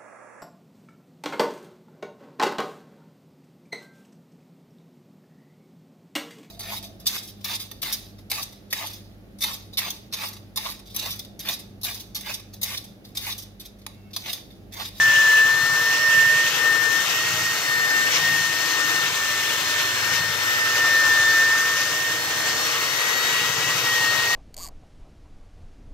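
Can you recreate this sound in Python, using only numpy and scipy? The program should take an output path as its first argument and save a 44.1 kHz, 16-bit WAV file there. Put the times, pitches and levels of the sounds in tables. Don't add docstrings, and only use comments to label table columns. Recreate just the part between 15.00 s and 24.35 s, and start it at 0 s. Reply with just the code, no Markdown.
import sys
import numpy as np
from scipy import signal
from scipy.fft import rfft, irfft, next_fast_len
from scipy.io import wavfile
from scipy.ndimage import uniform_filter1d

SR = 44100
rng = np.random.default_rng(int(sys.argv[2]) if len(sys.argv) > 2 else 0)


def generate_wav(sig):
    pcm = np.round(np.clip(np.atleast_2d(sig).T, -1, 1) * 32767).astype(np.int16)
    wavfile.write(sys.argv[1], SR, pcm)


N = 412335

# start_s, pitch_hz
SPEED = [(0, 1780), (.36, 1755), (.63, 1800), (.84, 1791), (1.0, 1828), (1.17, 1801), (1.42, 1827),
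         (1.9, 1799), (2.22, 1864), (2.45, 1860), (2.65, 1830), (3.03, 1808), (3.22, 1846), (3.5, 1826),
         (3.62, 1837), (4.05, 1810), (4.23, 1800), (4.9, 1807), (5.1, 1832), (5.5, 1816), (6.26, 1795),
         (6.6, 1810), (7.2, 1840), (7.32, 1827), (7.55, 1831), (8.09, 1895), (8.35, 1905), (8.62, 1920),
         (8.76, 1913), (9.08, 1861), (9.35, 1886)]
# start_s, left_db, right_db
WHINE_LEVEL = [(0, -15.5, -17), (.36, -14, -15.5), (.63, -17, -23.5), (.86, -19.5, -21.5),
               (1.19, -18, -11.5), (1.46, -21.5, -18), (1.7, -15.5, -21), (1.97, -17.5, -27),
               (2.2, -30, -25), (2.48, -29, -22.5), (2.72, -18.5, -24), (3.3, -17.5, -20.5),
               (3.9, -19, -27), (4.25, -26.5, -26.5), (4.5, -28.5, -28.5), (4.82, -30, -23),
               (5.05, -25, -28), (5.45, -24.5, -28), (5.62, -18, -17.5), (5.9, -16, -19.5),
               (6.4, -16.5, -17), (6.95, -28.5, -26.5), (7.3, -33, -28), (7.7, -33, -28.5), (8.1, -23, -32),
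               (8.45, -26, -29), (8.7, -25.5, -25), (9.05, -22, -22.5), (9.35, -21, -21.5)]
# centre_s, left_change_db, right_change_db, half_width_s, left_slip_cycles
DROPOUTS = [(.2, 0.5, 0, 0.14, 0.18), (.99, -6, -0.5, 0.067, -0.025), (1.51, -17, 1, 0.023, 0.082),
            (1.56, -2.5, -25, 0.049, -0.061), (1.8, -0.5, -11, 0.033, -0.071),
            (2.07, -8, -11, 0.042, -0.22), (2.18, -10, 1, 0.015, 0.19), (2.36, -3, -9, 0.031, 0.042),
            (2.592, -17, -11, 0.055, 0.25), (3.15, -11, -11, 0.055, 0.68), (3.612, -6.5, -9, 0.2, 0.27),
            (4.115, -25, -5, 0.031, -.165), (4.62, -4, -5, 0.055, 0.15), (4.95, -16, -1, 0.037, 0.17),
            (5.09, 3.5, -9, 0.059, -0.42), (5.36, -2.5, -17, 0.038, -0.61), (5.7, -11, -3.5, 0.082, -0.31),
            (6.89, 1.5, -5, .05, -.15), (7.04, 0, 5, .05, 0.22), (7.24, -9, -1, 0.048, .75),
            (7.48, 4, 1, .05, .12), (7.63, -4, -1, 0.065, -0.633), (7.92, -0.5, -8, .04, .27),
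            (8.36, -1, 2, .07, .45), (8.56, -4, -19, .055, 0), (8.783, -16, -12, 0.039, -0.99),
            (9.152, 0, -14, 0.043, -.1), (9.258, -8, -0.5, .025, 0.17)]
# shaft_multiple, left_over_right_db, left_lead_cycles
OVERTONE_LINES = [(2, -1.5, .1), (12, 9, -.18), (14, 3.5, 0), (18, 13, -.15)]
# start_s, then level_db of each line in that order
OVERTONE_LEVEL = [(0, -46, -38, -42, -33), (.3, -46, -35, -34, -33), (.55, -52, -38, -33, -44),
                  (.8, -50, -38, -34, -36), (1.15, -42, -39, -40, -34), (1.4, -43, -40, -37, -43),
                  (1.75, -51, -40, -37, -32), (2.0, -50, -31, -38, -33), (2.15, -47, -34, -36, -43),
                  (2.4, -45, -36, -35, -35), (2.75, -50, -33, -33, -46), (3.05, -51, -36, -34, -39),
                  (3.3, -49, -33, -33, -45), (3.7, -51, -42, -34, -45), (4.1, -49, -33, -37, -41),
                  (4.45, -52, -35, -36, -30), (4.75, -44, -36, -33, -46), (5.0, -50, -40, -33, -45),
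                  (5.4, -49, -31, -33, -47), (5.65, -46, -39, -40, -37), (6.0, -44, -32, -34, -34),
                  (6.25, -44, -28, -35, -31), (6.5, -48, -35, -43, -45), (6.9, -45, -35, -41, -46),
                  (7.35, -47, -44, -36, -46), (7.65, -45, -37, -31, -32), (8.0, -48, -33, -34, -39),
                  (8.3, -56, -28, -32, -42), (8.5, -54, -35, -38, -40), (8.8, -56, -29, -33, -45),
                  (9.1, -45, -37, -31, -36), (9.35, -50, -39, -32, -46)]
# shaft_multiple, level_db
FAINT_TONES = [(1.485, -55), (1.555, -55), (5, -50), (7, -50)]

# pitch_hz, left_db_per_hz, right_db_per_hz, likeness_0_to_1, right_lead_cycles
HISS = [(30, -84, -84, .95, 0), (65.4, -84.5, -80, 0.86, -0.013), (134, -67, -70, 0.91, 0.051),
        (210, -73.5, -73.5, 0.97, -0.066), (505, -64.5, -67, 0.9, -0.087), (662, -67, -67.5, 0.72, -0.18),
        (1105, -60.5, -61.5, 0.89, -0.11), (1900, -60.5, -59.5, 0.52, -0.13),
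        (2360, -60.5, -61.5, 1, -0.31), (2920, -58, -64.5, 0.37, -0.089), (3540, -60.5, -67.5, 0.3, -0.27),
        (3980, -62, -72, 0.56, 0.036), (4450, -64, -68.5, 0.6, -0.15), (4580, -64, -69.5, 0.67, -0.13),
        (5270, -59.5, -71, 0.45, 0.3), (6650, -61.5, -70, 0.3, 0.26), (7340, -68.5, -70.5, 0.5, 0.056),
        (9150, -72, -72, 0.1, 0.44), (9500, -73, -73, .75, .42), (10200, -74, -74, .92, .5),
        (10800, -74, -74, .8, .56), (11510, -71, -72, 1, 0.74), (13700, -76.5, -74.5, 1, 0.93),
        (16100, -75, -82, .5, 1.4)]
# centre_hz, width_hz, peak_db
RESONANCES = [(316.6, 24, 6), (462, 29, 5.5), (1310, 150, 1)]
# start_s, board_low_db, board_upper_db, grit_db
SANDING = [(0.0, -45.5, -33.5, -27.5), (0.34, -46.5, -33.5, -25.5), (0.42, -44, -34, -31.5),
           (1.53, -43.5, -35, -26), (1.66, -40.5, -34.5, -31), (2.39, -43.5, -36, -26),
           (2.86, -40.5, -36.5, -30), (3.28, -39, -35, -25.5), (3.44, -45.5, -37.5, -27.5),
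           (3.83, -41, -32, -27.5), (4.37, -42.5, -35.5, -26.5), (5.23, -39.5, -34.5, -28),
           (5.28, -43.5, -38, -29.5), (5.8, -39, -33, -25), (6.72, -40, -34.5, -25.5),
           (7.11, -42.5, -38, -31.5), (7.52, -39.5, -34, -26.5), (9.35, -39, -33, -26)]
LAYER_SEAMS_HZ = (880, 1900, 3900, 7600)
# sanding_column (0 = board_low_db), share_of_swing (ratio)
LAYER_FOLLOWS = [(0, 0.69), (1, 0.7), (2, 0.56), (2, 0.54), (2, 0.3)]
# centre_s, change_db, half_width_s
SCUFFS = [(.3, -1, 0.1), (.95, 2.5, 0.041), (2.1, 1, 0.031), (3.15, 5.5, 0.038), (4.8, 1.5, 0.02),
          (5.15, 2.5, 0.049), (5.75, 1.5, 0.055), (6.801, 2.5, 0.036)]
# centre_s, centre_hz, change_db, half_width_s
RASPS = [(.3, 2900, 5.5, .22), (1.25, 2760, 3.5, 0.45), (2.2, 2760, 4, 0.17), (3.75, 315.6, 4.5, 0.33),
         (3.9, 470, -4, 1.59), (4.05, 2800, 4, 0.034), (6.1, 1409, 4, 0.87), (7.0, 199, -9, 1.61),
         (8.4, 2773, 3, 0.075), (8.72, 2690, 3, 0.14)]

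# centre_s, half_width_s, low_db, middle_db, high_db
BOOMS = [(0, 0.26, -58, -46.5, -53), (.65, 0.26, -56, -49, -52), (1.27, 0.25, -51, -49.5, -49.5),
         (1.8, 0.19, -66, -51, -58), (2.34, 0.16, -42, -50, -47.5), (2.78, .15, -64, -51, -52.5),
         (3.33, 0.22, -44, -58, -44.5), (4.0, 0.21, -56, -65, -51), (4.8, 0.64, -47, -54, -79),
         (5.25, 0.17, -45, -64, -47.5), (5.7, 0.28, -52, -55, -72), (6.2, 0.26, -50, -60, -69),
         (7.198, 0.77, -48.5, -59, -54), (8.6, 0.26, -55, -49, -49.5), (9.0, 0.54, -50, -51, -71)]
# lap_multiple, boom_column (0 = low_db), added_db
BOOM_LINES = [(8, 0, -25), (9, 0, -1.5), (10, 1, -4.5), (11, 1, 0.5), (12, 1, -6), (13, 2, -14), (14, 2, 2),
              (15, 2, -4)]
# lap_multiple, level_db
FAINT_THUMP = [(7, -65.5), (16, -71), (19, -68), (20, -61.5)]

MAIN_MULTIPLE = 6
INERTIA_S = 0.079
LEAD_START = -.1
ECHO_SHARE = .24
RASP_OCTAVES, RASP_GRAIN_DB = .22, 0.39
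LAPS_PER_TURN = .03676
JOINT_START = 0.0803
THUMP_WANDER_DB = 3
CUTOFF_HZ = 15720


def amp(db):
    return 10 ** (np.asarray(db) / 20)


def rms_one(x):
    return x / np.sqrt(np.mean(x ** 2) + 1e-20)


def in_time(rows):
    s, *columns = np.transpose(rows)
    return [np.interp(np.arange(N) / SR, s, c) for c in columns]


def drift(corner_hz):
    r = np.exp(-80 * np.pi * corner_hz / SR)
    noise = rng.standard_normal(N // 40 + 2002)
    slow = signal.lfilter([1], [1, -2 * r, r * r], noise)[2000:]
    return np.interp(np.arange(N) / 40, np.arange(len(slow)), rms_one(slow))


def sides(pan_db):
    return np.array([amp(pan_db / 2), amp(-pan_db / 2)])


def motor(turns):
    t = np.arange(N) / SR
    torque_ripple = 0.0017 * np.sin(2 * np.pi * 100 * t)
    turns = turns + 0.00061 * drift(40) + torque_ripple
    return main_whine(turns) + weak_lines(turns)


def main_whine(turns):
    t = np.arange(N) / SR
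    left_db, right_db = in_time(WHINE_LEVEL)
    lead = LEAD_START
    for s, left_dip_db, right_dip_db, width, slip in DROPOUTS:
        away = (t - s) / width
        depth = 1 / (1 + np.abs(away) ** 3)
        left_db = left_db + left_dip_db * depth
        right_db = right_db + right_dip_db * depth
        lead = lead + slip * (1 + np.tanh(away)) / 2
    waver = np.sqrt(2) * amp(0.97 * drift(21))
    left = amp(left_db) * np.sin(2 * np.pi * (MAIN_MULTIPLE * turns + lead / 2))
    right = amp(right_db) * np.sin(2 * np.pi * (MAIN_MULTIPLE * turns - lead / 2))
    return waver * np.array([left, right])


def weak_lines(turns):
    lines = []
    for (k, pan_db, ahead), left_db in zip(OVERTONE_LINES, in_time(OVERTONE_LEVEL)):
        lines.append((round(k), pan_db, ahead, left_db - pan_db / 2))
    for k, db in FAINT_TONES:
        lines.append((k, 0, 0, db + 3 * drift(1.5)))
    out = np.zeros((2, N))
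    for k, pan_db, ahead, db in lines:
        blur = rng.random() + .1 * drift(2.5) + .0003 * k * k * drift(15)
        scatter = 1 + ECHO_SHARE * (drift(8) + 1j * drift(8))
        blur = blur + np.angle(scatter) / (2 * np.pi)
        db = db + 20 * np.log10(np.abs(scatter) + 1e-3)
        for side, gain in enumerate(sides(pan_db)):
            echo_shift = blur - side * ahead + .06 * drift(2.5)
            level = gain * amp(db + 1.2 * drift(8))
            out[side] += level * np.sin(2 * np.pi * (k * turns + echo_shift))
    return out


def hiss_spectrum(hz, size):
    at, *columns = np.transpose(HISS)
    left_db, right_db, alike, lead = [np.interp(np.log(hz), np.log(at), c) for c in columns]
    alike = np.clip(alike, 0, 1)
    peaks_db = sum(db / (1 + (2 * (hz - centre_hz) / width) ** 2) for centre_hz, width, db in RESONANCES)
    first, second = rfft(rng.standard_normal((2, size)))
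    shared = alike * np.exp(2j * np.pi * lead) * first
    right = shared + np.sqrt(1 - alike ** 2) * second
    coloured = np.array([amp(left_db) * first, amp(right_db) * right])
    return coloured * amp(peaks_db) * np.sqrt(SR / 2)


def hiss(laps):
    t = np.arange(N) / SR
    size = next_fast_len(N)
    hz = np.maximum(np.arange(size // 2 + 1) * SR / size, 1)
    spectrum = hiss_spectrum(hz, size)

    swings_db = [c - c.mean() for c in in_time(SANDING)]
    layers_db = [share * swings_db[round(column)] for column, share in LAYER_FOLLOWS]
    scuff_db = sum(db * np.exp(-((t - s) / width) ** 4) for s, db, width in SCUFFS)
    scuff_shares = (.1, 0.29, 0.87, 1.2, 0.077)
    patchy_db = (1.0, 0.97, 0.81, 0.74, 0.091)
    shared_db = 0.24 * drift(9.0) + 0.47 * drift(15.4)
    shared_db = shared_db + .45 * np.cos(2 * np.pi * (laps - .3))

    grain = 1 + RASP_GRAIN_DB * drift(28)
    rasps = []
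    for s, centre_hz, db, width in RASPS:
        rasps.append((centre_hz, db * grain * np.exp(-((t - s) / width) ** 4)))

    out = np.zeros((2, N))
    step = 4 * np.log2(hz / 30)
    for k in range(38):
        band_hz = 30 * 2 ** (k / 4)
        mask = np.cos(np.pi / 2 * np.clip(step - k, -1, 1)) ** 2
        layer = np.searchsorted(LAYER_SEAMS_HZ, band_hz)
        level_db = layers_db[layer] + scuff_shares[layer] * scuff_db + shared_db
        for centre_hz, rasp_db in rasps:
            near = np.exp(-(np.log2(band_hz / centre_hz) / RASP_OCTAVES) ** 2)
            if near > .01:
                level_db = level_db + near * rasp_db
        patch_db = patchy_db[layer] * drift(1.0) + 1.0 * drift(14.0)
        band = irfft(spectrum * mask, size)[:, :N]
        out += band * amp(level_db + patch_db) * sides(0.18 * drift(5.2))
    return out


def thumps(laps):
    t = np.arange(N) / SR
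    booms = sum(amp(dbs)[:, None] * np.exp(-((t - s) / width) ** 2) for s, width, *dbs in BOOMS)
    lines = [(round(k), amp(db) * booms[round(column)]) for k, column, db in BOOM_LINES]
    lines += [(round(k), amp(db + THUMP_WANDER_DB * drift(1.2))) for k, db in FAINT_THUMP]
    out = np.zeros(N)
    for k, gain in lines:
        waver = amp(1.0 * drift(5.9))
        out += gain * waver * np.cos(2 * np.pi * (k * laps + 0.03 * drift(0.88)))
    return np.sqrt(2) * out


def scene():
    whine_hz, = in_time(SPEED)
    shaft_hz = uniform_filter1d(whine_hz, int(INERTIA_S * SR), mode="nearest") / MAIN_MULTIPLE
    turns = np.cumsum(shaft_hz) / SR
    laps = LAPS_PER_TURN * turns + JOINT_START
    return motor(turns) + hiss(laps) + thumps(laps)


def record(dry):
    return signal.sosfilt(signal.ellip(12, .5, 62, CUTOFF_HZ, fs=SR, output="sos"), dry)


dry = scene()
out = record(dry)
generate_wav(out)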